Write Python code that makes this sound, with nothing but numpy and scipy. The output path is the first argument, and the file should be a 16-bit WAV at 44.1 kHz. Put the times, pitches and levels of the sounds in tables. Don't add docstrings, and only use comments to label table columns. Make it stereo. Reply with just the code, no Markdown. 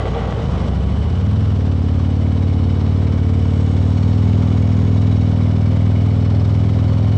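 import sys
import numpy as np
from scipy import signal
from scipy.fft import rfft, irfft, next_fast_len
from scipy.io import wavfile
from scipy.ndimage import uniform_filter1d, minimum_filter1d

SR = 44100
rng = np.random.default_rng(int(sys.argv[2]) if len(sys.argv) > 2 else 0)


def to_wav(s):
    ch = np.atleast_2d(s).T
    pcm = np.round(np.clip(ch, -1, 1) * 32767)
    wavfile.write(sys.argv[1], SR, pcm.astype(np.int16))


N = 316197
TIME = np.arange(N) / SR

# time in seconds, crank speed in rpm.
CRANK_SPEED = [(0.0, 1000), (0.33, 1053), (0.5, 1345), (0.68, 1547), (1.0, 1773), (1.27, 2394),
               (1.39, 2551), (1.63, 2206), (1.83, 2138), (2.29, 2257), (2.61, 2190), (3.0, 2258),
               (3.25, 2219), (3.75, 2257), (4.15, 2425), (4.95, 2421), (5.13, 2474), (5.3, 2401),
               (6.69, 2483), (7.17, 2502)]
# multiple of the engine cycle, then dB at each PUTTER_RPM.
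PUTTER_OVERTONES = [(3, -55, -50, -32.5, -26), (4, -48, -40, -22, -15), (5, -37, -16.5, -12.5, -12.5),
                    (6, -45, -41, -34, -34), (7, -18.5, -14.5, -18, -22.5), (8, -32, -32, -21.5, -33),
                    (9, -26, -28, -39, -35), (10, -28.5, -32, -27, -23.5), (11, -22, -26.5, -25.5, -42),
                    (12, -26.5, -21.5, -32.5, -29), (13, -32, -41, -23, -39), (14, -27, -37, -27.5, -40),
                    (15, -38, -23, -28.5, -46), (17, -25.5, -24, -31.5, -57),
                    (19, -35.5, -31, -35.5, -56.5), (22, -30.5, -40, -54, -43), (27, -31, -50, -42, -50)]
# multiple of the engine cycle, then dB at each CHUG_RPM.
CHUG_OVERTONES = [(2, -46.5, -39), (3, -28.5, -27.5), (4, -16, -15), (5, -11.5, -10.5), (6, -25.5, -25),
                  (7, -20, -19.5), (8, -38, -41), (9, -24, -23.5), (10, -35, -35), (11, -37, -28.5),
                  (12, -25.5, -26), (13, -32, -31), (14, -27.5, -33.5), (15, -37, -48), (16, -31.5, -42),
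                  (17, -50, -51.5), (18, -48.5, -42), (19, -45.5, -40), (21, -42.5, -39), (22, -47, -54.5),
                  (23, -47, -46), (24, -38.5, -44.5), (25, -50.5, -50), (26, -51.5, -43), (27, -47, -54),
                  (28, -48.5, -46.5), (30, -45, -47.5), (32, -57.5, -51.5), (34, -53, -49.5)]
PISTON_PUFFS = [(0.01, 0.74), (0.155, 0.55), (0.315, 0.97), (0.57, 1), (0.752, 0.42)]
# pitch in Hz, width in Hz, relative level in dB.
PIPE_MODES = [(56.4, 19, -4), (107, 33, -1), (156, 16, -0.5), (228, 89, -8), (347, 11, -14)]
HEAD_MODES = [(2063, 66, 2.5), (2223, 95, 7), (3465, 64, -0.5), (3850, 28, 2.5), (4345, 69, -1.5),
              (5150, 90, -5), (5550, 110, -8)]
CASE_MODES = [(459.5, 17, 8.5), (560, 170, -5), (770, 22, -2), (1115, 33, -8), (1920, 84, -17),
              (3180, 650, -24)]
VALVE_SEATS = [(0.02, 0.44), (0.23, 0.6), (0.45, 0.65), (.7, .3), (0.81, 0.81), (.91, 0.77)]
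# time in seconds, heads in dB, bright ring in dB.
VALVE_FADERS = [(0.2, -68, -49), (1.0, -53, -49), (1.55, -60, -53), (2.5, -49, -52), (3.4, -50, -51.5),
                (4.5, -48, -51.5), (5.3, -48, -53), (7.1, -50, -51.5)]
# centre in Hz, width in Hz.
SIZZLE_BANDS = [(6620, 320), (7760, 420)]
# time in seconds, lower band in dB, upper band in dB.
SIZZLE_FADERS = [(0.2, -64, -68), (0.9, -75, -67), (1.5, -81, -70), (3.2, -72, -67.5), (3.6, -62, -62.5),
                 (5.0, -61.5, -67.5), (5.5, -70.5, -67.5), (7.1, -68.5, -67.5)]
# time in seconds, level in dB.
RATTLE_FADER = [(0, -27), (.34, -28.5), (.45, -34.5), (.6, -30), (.69, -35.5), (1.2, -38), (1.7, -73)]
# start in seconds, peak level in dB.
CASE_CLUNKS = [(0.056, -17), (.168, -18), (.325, -13.5), (2.962, -22.5), (5.404, -22), (6.415, -24)]
# frequency in Hz, relative level in dB.
RASP_EQ = [(250, -3.5), (320, -8), (370, -2.5), (430, -4.5), (520, -5), (620, -5.5), (730, -7),
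           (830, -12.5), (1050, -14), (1500, -23.5), (2500, -31), (5000, -77)]
INTAKE_EQ = [(500, 8), (1100, 7), (1700, -1), (2550, -6), (3400, -4.5), (4800, -11), (5600, -10),
             (6400, -18), (7400, -21), (8200, -25), (9200, -28.5), (11000, -64.5)]
TYRE_EQ = [(60, -28.5), (200, 21), (400, 6), (1000, -10.5), (2000, -29.5), (4000, -18), (9000, -40.5)]
BUFFET_EQ = [(12, -23), (30, -12), (55, 4), (100, -14.5), (200, -2), (500, -44), (2000, -64.5)]
AIR_EQ = [(300, -5), (1500, -37), (2800, 11), (3800, 13), (5500, 5.5), (8000, -15.5), (10500, -42)]
# time in seconds, left minus right in dB.
BALANCE = [(0.05, 21), (0.19, 21.5), (1.05, 14.5), (1.19, 9), (3.88, 2), (5.13, 1.5), (5.31, 4.0),
           (7.1, 5.0)]

PUTTER_RPM, CHUG_RPM, CRUISE_RPM = (1020, 1330, 1650, 2350), (2220, 2430), 2400
START_PHASE, FIRING_PHASE, FIRING_GAP = 0.28, 0.116, 315 / 720
CLUTCH_BITES_S, SETTLE_S, IDLE_LOPE, LOADED_LOPE = 0.65, 0.17, 0.95, 0.14
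LOAD_FROM_S, LOAD_RISE_S = 1.406, 0.27
FLARE_S, FLARE_WIDTH_S, FLARE_BARK_DB = 1.357, 0.17, -2.5
ROLL_ON_S, ROLL_RISE_S, ROLL_HOLD_S, ROLL_FALL_S = 3.64, 0.55, 0.97, 0.97
SWING_ORDER, SWING_Q, SWING_GAIN = 4.13, 3.6, 45
SHELL_ORDER, SHELL_PHASE = 16, 0.28
NOTE_WOBBLE_DB, SHELL_WOBBLE_DB, ROLL_ON_BITE_DB = 0.62, 3, 2.5
TYRES_DB, BUFFET_DB, AIR_DB = -33.5, -36, -56
# base dB at cruise speed, then dB added per doubling of speed, by full lope, by the roll-on.
BOOM_DB, RASP_DB, INTAKE_DB = (-41.5, -1.5, 12.5, -2.5), (-34.5, 4, 8, -0.5), (-39, 3, 6.5, 0.5)


def exhaust_note(cycle, rpm, lope, throttle):
    slip = np.interp(TIME, [LOAD_FROM_S, LOAD_FROM_S + LOAD_RISE_S], [1, 0])
    note = 0
    for k in [round(row[0]) for row in CHUG_OVERTONES]:
        blows = loaded_blows(k)
        puffs = sum(strength * np.exp(-2j * np.pi * k * phase) for phase, strength in PISTON_PUFFS)
        putter_db = overtone_db(PUTTER_OVERTONES, PUTTER_RPM, k, rpm)
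        chug_db = overtone_db(CHUG_OVERTONES, CHUG_RPM, k, rpm)
        bite_db = ROLL_ON_BITE_DB * throttle * (8 < k < 26)
        if k > SHELL_ORDER:
            wobble_db = SHELL_WOBBLE_DB * drift(4.5)
        else:
            wobble_db = NOTE_WOBBLE_DB * (1 + 0.86 * lope) * drift(14)
        gain = from_db(slip * putter_db + (1 - slip) * chug_db + bite_db + wobble_db)
        angle = np.angle(blows) + slip * np.angle(puffs / blows)
        note += gain * np.cos(2 * np.pi * k * cycle + angle)
    return note


def loaded_blows(k):
    both = 1 + np.exp(-2j * np.pi * k * FIRING_GAP)
    if k > SHELL_ORDER:
        return both * np.exp(-2j * np.pi * k * SHELL_PHASE)
    swing = 1 + SWING_GAIN / (1 + 1j * SWING_Q * (k / SWING_ORDER - SWING_ORDER / k))
    smear = 0.0019 * (k - SWING_ORDER) ** 2
    return both * swing * np.exp(-2j * np.pi * k * FIRING_PHASE - 1j * smear)


def overtone_db(table, speeds, k, rpm):
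    rows = {round(multiple): levels for multiple, *levels in table}
    return np.interp(rpm, speeds, rows[k]) if k in rows else -53.5


def firings(cycle, lope):
    spread_db, jitter_s = 0.23 + 1.4 * lope, 0.00005 + 0.00089 * lope
    first, second = (strokes(cycle, FIRING_PHASE + gap, spread_db, jitter_s) for gap in (0, FIRING_GAP))
    puffs = sum(strength * strokes(cycle, phase, spread_db, jitter_s) for phase, strength in PISTON_PUFFS)
    return first + from_db(-0.7) * second + lope * puffs


def pipe_boom(pulses):
    boom = sum((-1) ** (k + 1) * resonate(pulses * from_db(db), hz, width)
               for k, (hz, width, db) in enumerate(PIPE_MODES))
    boom = cut(boom, hz=43, kind="high", order=4)
    return evened(cut(boom, hz=307, kind="low", order=4))


def pipe_rasp(cycle, pulses, lope):
    age = TIME[:SR // 6]
    pipes = rng.standard_normal((2, len(age))) * age * np.exp(-age / 0.0074)
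    front = (cycle - FIRING_PHASE + FIRING_GAP / 2) % 1 < FIRING_GAP
    scattered = sum(signal.fftconvolve(pulses * turn, pipe)[:N]
                    for turn, pipe in zip((front, ~front), pipes))
    surge = 1 + 0.7 * sum(gate(cycle, 0.28 + gap, sharpness=12) for gap in (0, FIRING_GAP))
    turbulence = coloured(surge * rng.standard_normal(N), RASP_EQ)
    return evened((0.84 + 2.7 * lope) * turbulence + evened(coloured(scattered, RASP_EQ)))


def drive_case():
    def ringing(x):
        muffled = cut(x, hz=3200, kind="low", order=4)
        return sum(from_db(db) * resonate(muffled, hz, width) for hz, width, db in CASE_MODES)
    chatter = evened(ringing(rng.standard_normal(N) * from_db(3 * drift(40))))
    hits = np.zeros(N)
    for start, db in CASE_CLUNKS:
        hits[int(start * SR)] = from_db(db)
    clunks = ringing(hits)
    return from_db(curves(RATTLE_FADER)[0]) * chatter + clunks * hits.max() / np.abs(clunks).max()


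def intake(cycle, lope):
    gulp = 0.53 * (1 - 0.16 * lope) * gate(cycle, 1.0, sharpness=4.5) * from_db(2 * drift(24))
    grain = from_db(1.5 * drift(250))
    return coloured(rng.standard_normal(N) * (1 + gulp) * grain, INTAKE_EQ)


def valve_ticks(cycle):
    return rms_one(sum(strength * strokes(cycle, phase, spread_db=2, jitter_s=0.0005)
                       for phase, strength in VALVE_SEATS))


def valve_gear(cycle, ticks):
    heads_db, ring_db = curves(VALVE_FADERS)
    rubbing = 0.24 + gate(cycle, 0.94, sharpness=5.8)
    heads = 0
    for hz, width, db in HEAD_MODES:
        knocks = ticks * from_db(3 * drift(40))
        knocks += from_db(-6.5) * rms_one(rng.standard_normal(N) * rubbing)
        heads += from_db(db + 2.5 * drift(2.7)) * resonate(resonate(knocks, hz, width), hz, 8 * width)
    friction = rng.standard_normal(N) * (2 + gate(cycle, 0.87, sharpness=4))
    ring = rms_one(resonate(friction, hz=2980, width=96))
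    return from_db(heads_db) * evened(heads) + from_db(ring_db + 0.85 * drift(5)) * ring


def high_sizzle(ticks):
    ticking_hiss = ticks + from_db(0.5) * rng.standard_normal(N)
    return sum(from_db(db) * evened(resonate(resonate(ticking_hiss, hz, width), hz, 2 * width))
               for (hz, width), db in zip(SIZZLE_BANDS, curves(SIZZLE_FADERS)))


def tyres():
    return from_db(TYRES_DB) * coloured(rng.standard_normal(N), TYRE_EQ)


def wind():
    buffet = from_db(BUFFET_DB + 1.4 * drift(1.6)) * coloured(rng.standard_normal((2, N)), BUFFET_EQ)
    return buffet + from_db(AIR_DB) * coloured(rng.standard_normal((2, N)), AIR_EQ)


def loping():
    slack = np.exp(-np.maximum(TIME - CLUTCH_BITES_S, 0) / SETTLE_S)
    return LOADED_LOPE + (IDLE_LOPE - LOADED_LOPE) * slack


def roll_on():
    return np.interp(TIME, np.cumsum([ROLL_ON_S, ROLL_RISE_S, ROLL_HOLD_S, ROLL_FALL_S]), [0, 1, 1, 0])


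def loudness(law, rpm, lope, throttle):
    base_db, doubling_db, lope_db, throttle_db = law
    doublings = np.log2(rpm / CRUISE_RPM)
    return from_db(base_db + doubling_db * doublings + lope_db * lope + throttle_db * throttle)


def balanced(x, balance_db):
    ratio = from_db(balance_db)
    return 2 * np.array([ratio * cut(x, hz=72, kind="high", order=1), x]) / (1 + ratio)


def strokes(cycle, phase, spread_db, jitter_s):
    at = np.searchsorted(cycle, np.arange(200) + phase % 1)
    inside = (at > 0) & (at < N)
    timing, strength = 1.5 * np.tanh(rng.standard_normal((len(at), 2)))[inside].T
    at = at[inside]
    late = (timing * np.broadcast_to(jitter_s, N)[at] * SR).astype(int)
    clicks = np.zeros(N)
    clicks[np.clip(at + late, 0, N - 1)] = from_db(strength * np.broadcast_to(spread_db, N)[at])
    return clicks


def gate(cycle, phase, sharpness):
    return np.exp(sharpness * (np.cos(2 * np.pi * (cycle - phase)) - 1))


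def drift(rate_hz):
    return 1.7 * np.tanh(np.interp(TIME * rate_hz, np.arange(4000), rng.standard_normal(4000)))


def curves(rows):
    seconds, *columns = np.transpose(rows)
    return [np.interp(TIME, seconds, column) for column in columns]


def resonate(x, hz, width):
    r = np.exp(-np.pi * width / SR)
    poles = [1, -2 * r * np.cos(2 * np.pi * hz / SR), r * r]
    return signal.lfilter([(1 - r * r) / 2, 0, (r * r - 1) / 2], poles, x + 1e-18)


def coloured(x, eq):
    size = next_fast_len(N + SR // 10)
    hz, db = np.transpose(eq)
    bins_hz = np.arange(size // 2 + 1) * SR / size
    gain = from_db(np.interp(np.log(bins_hz + 1), np.log(hz), db))
    return rms_one(irfft(rfft(x, size) * gain, size)[..., :N])


def cut(x, hz, kind, order):
    return signal.sosfilt(signal.butter(order, hz, kind, fs=SR, output="sos"), x)


def evened(x):
    size = SR // 4
    return x / np.sqrt(uniform_filter1d(uniform_filter1d(x ** 2, size), size) + 1e-20)


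def rms_one(x):
    return x / np.sqrt(np.mean(x ** 2) + 1e-20)


def from_db(db):
    return 10 ** (np.asarray(db) / 20)


def scene():
    rpm, lope, throttle = curves(CRANK_SPEED)[0], loping(), roll_on()
    cycle = START_PHASE + np.cumsum(rpm) / (120 * SR)
    flare = np.exp(-((TIME - FLARE_S) / FLARE_WIDTH_S) ** 2)
    boom_gain, rasp_gain, intake_gain = (loudness(law, rpm, lope, throttle)
                                         for law in (BOOM_DB, RASP_DB, INTAKE_DB))
    pulses = firings(cycle, lope)
    boom = exhaust_note(cycle, rpm, lope, throttle) + boom_gain * pipe_boom(pulses)
    bark = from_db(FLARE_BARK_DB * flare) * rasp_gain * pipe_rasp(cycle, pulses, lope)
    rattle = drive_case()
    ticks = valve_ticks(cycle)
    treble = valve_gear(cycle, ticks) + high_sizzle(ticks)
    mix = boom + bark + rattle + treble + tyres() + intake_gain * intake(cycle, lope)
    return balanced(mix, curves(BALANCE)[0]) + wind()


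def record(dry):
    ceiling_db, stopband_hz, size = -4, 12100, SR // 100
    gain = np.minimum(from_db(ceiling_db) / (np.abs(dry).max(axis=0) + 1e-9), 1)
    held = minimum_filter1d(gain, size)
    limited = dry * uniform_filter1d(uniform_filter1d(held, size // 2), size // 2)
    return signal.sosfilt(signal.cheby2(12, 60, stopband_hz, fs=SR, output="sos"), limited)


dry = scene()
out = record(dry)
to_wav(out)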